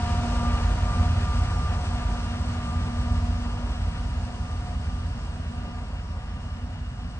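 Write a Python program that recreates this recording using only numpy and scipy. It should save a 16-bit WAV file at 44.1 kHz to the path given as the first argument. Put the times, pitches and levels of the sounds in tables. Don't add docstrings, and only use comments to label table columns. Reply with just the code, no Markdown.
import sys
import numpy as np
from scipy import signal
from scipy.fft import rfft, irfft, next_fast_len
from scipy.io import wavfile

SR = 44100
rng = np.random.default_rng(int(sys.argv[2]) if len(sys.argv) > 2 else 0)


def master_out(mix):
    frames = np.transpose(np.atleast_2d(mix))
    ceiling = np.clip(frames, -1, 1)
    pcm = np.round(ceiling * 32767).astype(np.int16)
    wavfile.write(sys.argv[1], SR, pcm)


N = 317079
PADDED = next_fast_len(N + 8192)
TIME = np.arange(N) / SR
FREQS = np.arange(PADDED // 2 + 1) * SR / PADDED + 1e-3

# time_s, cycle_rate_hz
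SPEED = [(0, 5.6857), (7.19, 5.6726)]
# time_s, pitch_hz
BLADE = [(0, 237.8), (1.5, 238.1), (4.5, 239.0), (7.19, 239.3)]
TRACK_M, TRAIN_M_S, PASSED_S = 24.3, 8.45, 0.19


def undb(db):
    return 10 ** (np.asarray(db) / 20)


def unit(x):
    return x / np.sqrt(np.mean(np.abs(x) ** 2))


def curve(rows, axis=1):
    rows = np.array(rows, float)
    return np.interp(TIME, rows[:, 0], rows[:, axis])


def across(rows, axis=1):
    rows = np.array(rows, float)
    return np.interp(np.log(FREQS), np.log(rows[:, 0]), rows[:, axis])


def shape(x, response):
    return irfft(rfft(x, PADDED) * response, PADDED)[..., :N]


def noise(response):
    return unit(shape(rng.standard_normal(PADDED), response))


def resonance(hz, width_hz):
    return 1 / (1 + 1j * (FREQS / hz - hz / FREQS) * hz / width_hz)


def walk(rate_hz):
    return noise(np.exp(-(FREQS / rate_hz) ** 2))


def receding(start_db, loss_db):
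    distance = np.hypot(TRACK_M, TRAIN_M_S * (TIME + PASSED_S))
    return undb(start_db - loss_db * np.log2(distance / distance[0]))


def tree_scatter(turns, spread=0.018, start_db=-41.5, loss_db=8.0):
    # blade_harmonic, relative_level_db
    scatter = [(1, -3), (3, -4.5), (4, -8.5), (5, -7), (6, -13)]
    out = 0
    for order, db in scatter:
        spread_hz = spread * order * BLADE[0][1]
        echoes = signal.hilbert(noise(np.exp(-FREQS / spread_hz / 2)), PADDED)[:N]
        harmonic = np.exp(2j * np.pi * order * turns)
        out = out + undb(db) * unit(np.real(echoes * harmonic))
    return out * receding(start_db, loss_db)


def wheels(flicker_db=1.1):
    # frequency_hz, relative_level_db
    roll_colour = [(150, -16), (330, -5), (450, -4.5), (650, -2), (850, -3.5), (1100, -4.5), (1280, -6),
                   (1450, -8), (1700, -8), (2100, -12.5), (2800, -11), (3800, -13), (5400, -14),
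                   (6400, -17), (7500, -20), (8600, -19), (9700, -30)]
    colour = undb(across(roll_colour))
    low = 1 / (1 + (FREQS / 1250) ** 8)
    high = 1 - 1 / (1 + (FREQS / 3500) ** 8)
    middle = np.abs(1 - low - high)

    screen_at_s, screen_s, screen_db = 5.5, 0.3, 3.5
    screen = undb(-screen_db * (1 + np.tanh((TIME - screen_at_s) / screen_s)) / 2)
    roar_gain = receding(-39.5, loss_db=8)
    ring_gain = receding(-41.5, loss_db=7.5)
    hiss_gain = receding(-46.5, loss_db=8) * screen

    out = 0
    for power_share, gain in [(low, roar_gain), (middle, ring_gain), (high, hiss_gain)]:
        flicker = undb(flicker_db * walk(12.3))
        out = out + noise(colour * np.sqrt(power_share)) * gain * flicker
    return out


def wheel_rings(drift_hz=35, broken_db=2.1):
    # pitch_hz, width_hz,
    # start_level_db, loss_per_doubling_db
    hisses = [(2826, 150, -55.5, 3.5), (4606, 380, -59, 6), (5430, 400, -58.5, 5), (6530, 450, -66, 6.5),
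              (7000, 250, -62.5, 6.5), (8250, 430, -66, 8)]
    out = 0
    for hz, width, db, loss_db in hisses:
        envelope = 1 / (1 + (2 * FREQS / width) ** 2)
        phase = 2 * np.pi * np.cumsum(hz + drift_hz * walk(3)) / SR
        ring = noise(envelope) * np.cos(phase) + noise(envelope) * np.sin(phase)
        out = out + ring * undb(broken_db * walk(7.7)) * receding(db, loss_db)
    return out


def knocks(ring_s=0.011):
    # start_s, level_db
    blow_rows = [(2.879, -38.5), (5.645, -40)]
    blows = 0
    for start_s, db in blow_rows:
        decay = np.exp(-np.abs(TIME - start_s) / ring_s)
        blows = blows + undb(db) * (TIME > start_s) * decay
    swell_at_s, swell_s, swell_db = 5.4, 0.94, -56
    rumble = undb(swell_db) * np.exp(-((TIME - swell_at_s) / swell_s) ** 2)
    return (blows + rumble) * noise(resonance(380, 520) ** 2)


def machinery(unsteady_db=1.0):
    # pitch_hz,
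    # resonance_width_hz, start_level_db, loss_per_doubling_db
    whistles = [(643.5, 50, -56, 5), (933, 9.1, -55.5, 10.5), (1132, 16, -56.5, 6.5), (2385, 10, -61, 11.5)]
    out = 0
    for hz, width, db, loss_db in whistles:
        whistle = noise(resonance(hz, width) ** 2)
        out = out + whistle * undb(unsteady_db * walk(3.4)) * receding(db, loss_db)
    gear_hz = 1393
    gear = np.sqrt(2) * np.sin(2 * np.pi * gear_hz * TIME + 0.7 * walk(7.8))
    return out + gear * receding(-50, loss_db=12.5)


def fan(turns, waver=0.26, flutter_db=1.66, fading_db=1.1, whine_db=-1.2):
    # time_s, level_db
    hum_levels = [(0.0, -45), (0.12, -36), (0.35, -36.5), (0.5, -31.5), (0.65, -40.5), (0.9, -44),
                  (1.05, -48), (1.35, -44), (1.62, -48), (1.85, -41.5), (2.5, -40.5), (3.05, -37.5),
                  (3.5, -38.5), (4.05, -45), (4.3, -40), (4.55, -47), (4.85, -44.5), (5.2, -52),
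                  (5.65, -44.5), (6.1, -53.5), (6.6, -48), (7.18, -46)]
    # time_s, level_db
    whine_low = [(0.0, -37.5), (0.25, -37), (0.5, -40.5), (0.62, -48), (0.92, -40.5), (1.15, -44.5),
                 (1.32, -45.5), (1.42, -45), (1.55, -59), (1.75, -43), (1.98, -44), (2.16, -54),
                 (2.36, -45), (2.5, -55), (2.95, -57), (3.3, -50.5), (3.5, -63), (3.7, -55), (3.9, -63),
                 (4.08, -56), (4.35, -44.5), (4.5, -62), (4.62, -45.5), (4.95, -59), (5.15, -61),
                 (5.4, -60), (5.7, -52), (6.0, -62), (6.65, -72), (6.95, -58), (7.18, -69)]
    whine_mid = [(0.0, -43.5), (0.7, -47), (1.0, -53), (1.45, -47.5), (1.7, -66), (2.201, -46.5),
                 (2.5, -61.5), (3.6, -52), (4.4, -56.5), (5.1, -62.5), (5.9, -55), (7.18, -82)]
    whine_high = [(0.0, -48), (0.12, -40), (0.24, -46.5), (0.34, -39.5), (0.52, -36), (0.6, -39),
                  (0.74, -54), (0.9, -34), (1.08, -41), (1.19, -47), (1.28, -37), (1.46, -44), (1.64, -38),
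                  (1.87, -51.5), (2.03, -41.5), (2.2, -45.5), (2.4, -53), (2.68, -41), (2.96, -47),
                  (3.12, -41), (3.19, -45.5), (3.27, -56), (3.46, -48.5), (3.8, -56.5), (4.0, -53),
                  (4.35, -58), (4.5, -46), (4.78, -57), (4.93, -48.5), (5.1, -55.5), (5.4, -59),
                  (5.78, -52), (5.92, -65), (6.36, -50), (6.8, -77), (7.18, -58)]

    out = np.sin(2 * np.pi * turns) * undb(curve(hum_levels))
    beat_hz, beat_at_s = 5.3, 1.2
    lower_turns = turns - beat_hz * (TIME - beat_at_s)
    out = out + np.sin(2 * np.pi * lower_turns) * receding(-45.5, loss_db=10.5)

    for order, levels in enumerate([whine_low, whine_mid, whine_high], 3):
        phase = 2 * np.pi * order * turns + waver * np.sqrt(order) * walk(10.4)
        air_db = flutter_db * walk(36) + fading_db * np.sqrt(TIME / TIME[-1]) * walk(20)
        out = out + np.sin(phase) * undb(curve(levels) + whine_db + air_db)
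    return np.sqrt(2) * out


def exhaust(cycle, scatter_db=1.0, gas_db=-6.5, gas_throb=0.083, bark_db=-36.0, bark_loss_db=4.0, alike=0.29):
    cylinders = [-6, -4, -4.5, -4.5, -8.5, -19.5, -8, -0.5, -11, -13, -12.5, -3]
    # pitch_hz, width_hz, relative_level_db
    pipe_modes = [(51.35, 4.53, -4.5), (82.88, 2.64, -0.5), (114.8, 2.7, -19.5), (171.85, 1.93, -22.5),
                  (225.6, 1.8, -25), (33.7, 2.34, -23.5)]
    # frequency_hz, relative_density_db_per_hz
    gas_colour = [(15, -34), (29, -29), (38, -19), (50, -3.5), (70, 4), (88, 4), (105, -3), (135, -9.5),
                  (175, -16), (250, -17.5), (300, -29.5), (500, -59.5)]
    # frequency_hz, relative_density_db_per_hz
    bark_colour = [(85, -8), (115, 2.5), (150, 2), (200, -0.5), (235, -2.5), (260, -6.5), (295, -12),
                   (450, -47.5)]
    # time_s, level_db
    throb_levels = [(0.0, -25), (0.17, -27), (0.3, -30), (0.47, -24.5), (0.6, -25.5), (0.77, -28),
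                    (1.03, -22.5), (1.2, -24.5), (1.62, -25), (1.8, -27.5), (2.05, -30), (2.17, -35.5),
                    (2.45, -27), (2.7, -26.5), (2.88, -28), (3.17, -26), (3.5, -29.5), (3.6, -33),
                    (3.85, -30), (4.22, -29.5), (4.3, -35), (4.42, -29), (4.72, -32.5), (4.92, -29),
                    (5.11, -27), (5.17, -40), (5.42, -31), (5.6, -37), (6.2, -34.5), (6.8, -33),
                    (7.18, -34.5)]
    # time_s, level_db
    boom_levels = [(0.0, -27), (0.25, -29), (0.68, -25), (1.2, -31), (1.38, -27), (1.85, -33), (2.1, -28),
                   (2.28, -33.5), (2.48, -36), (2.95, -33.5), (3.12, -29), (3.5, -31.5), (3.9, -31),
                   (4.23, -32.5), (4.35, -40.5), (4.53, -32.5), (4.75, -36.5), (4.95, -32), (5.52, -36.5),
                   (6.3, -36), (6.7, -37), (7.18, -38)]

    first_firing, bank_lag = .73, -.31
    count = len(cylinders)
    firing = np.arange(int(cycle[-1] * count) - 1)
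    firing_cycle = (firing + first_firing + bank_lag * (firing % 2)) / count
    at = np.searchsorted(cycle, firing_cycle)
    pulses = np.zeros(N)
    pulses[at] = undb(np.ravel(cylinders)[firing % count] + scatter_db * rng.standard_normal(len(at)))

    pipe = sum((-1) ** k * undb(db) * resonance(hz, width) for k, (hz, width, db) in enumerate(pipe_modes))
    mouth = signal.freqs(*signal.butter(4, 31, "high", analog=True), FREQS)[1]
    flow = 1 - gas_throb + gas_throb * unit(shape(pulses, 1 / (1 + 1j * FREQS / 14) ** 2))
    gas = unit(noise(undb(across(gas_colour))) * flow)
    throb = unit(shape(pulses, pipe * mouth)) + undb(gas_db) * gas
    boom = shape(throb, 1 / (1 + (FREQS / 61) ** 24))

    place_in_cycle = (cycle % 1 * SR / SPEED[0][1]).astype(int)
    same = rng.standard_normal(N)[place_in_cycle]
    ragged = np.sqrt(alike) * same + np.sqrt(1 - alike) * rng.standard_normal(N)
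    bark = unit(shape(ragged * flow, undb(across(bark_colour))))

    out = unit(throb - boom) * undb(curve(throb_levels))
    out = out + unit(boom) * undb(curve(boom_levels))
    return out + bark * receding(bark_db, bark_loss_db)


def ports(direct, ahead, sideways, swing=0.46):
    # frequency_hz, coherence_0_to_1, left_lead_rad, left_minus_right_db
    port_rows = [(90, .998, .06, -.8), (250, .9, .44, -.4), (600, .72, .47, 1), (1000, .55, .4, 1.3),
                 (1200, .62, .87, .6), (1750, .48, .75, 2.3), (2400, .75, 2.3, 0), (3400, .76, 2.7, 1.6),
                 (4400, .43, 3.5, 3.7), (5400, .44, 3.7, 3.6), (6500, .3, 5, 1), (6800, .3, 4.6, 1.5),
                 (7010, .7, 3.4, 2.8), (7250, .35, 4.7, 2.8), (7700, .5, 7.1, 2.6), (8400, .95, 6.3, 0),
                 (8900, .75, 6, .3), (9500, .6, 4.3, .5)]
    coherence = across(port_rows)
    lead, tilt_db = across(port_rows, axis=2), across(port_rows, axis=3)
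    side = np.array([[1], [-1]])
    alike = shape(ahead, np.sqrt((1 + coherence) / 2))
    opposed = shape(sideways, np.sqrt((1 - coherence) / 2))
    pair = direct + alike + side * opposed

    def heard(turn):
        turned_lead = lead + turn * np.sin(lead / 2)
        return shape(pair, undb(side * tilt_db / 2) * np.exp(.5j * side * turned_lead))

    gone = np.sqrt(TIME / TIME[-1])
    return (1 - gone) * heard(-swing) + gone * heard(swing)


def scene():
    cycle = np.cumsum(curve(SPEED)) / SR
    turns = np.cumsum(curve(BLADE)) / SR
    direct = exhaust(cycle) + fan(turns) + knocks()
    ahead, sideways = (wheels() + wheel_rings() + tree_scatter(turns) + machinery() for _ in range(2))
    return ports(direct, ahead, sideways)


def record(dry):
    return signal.sosfilt(signal.ellip(8, .2, 70, 9500, fs=SR, output="sos"), dry)


dry = scene()
out = record(dry)
master_out(out)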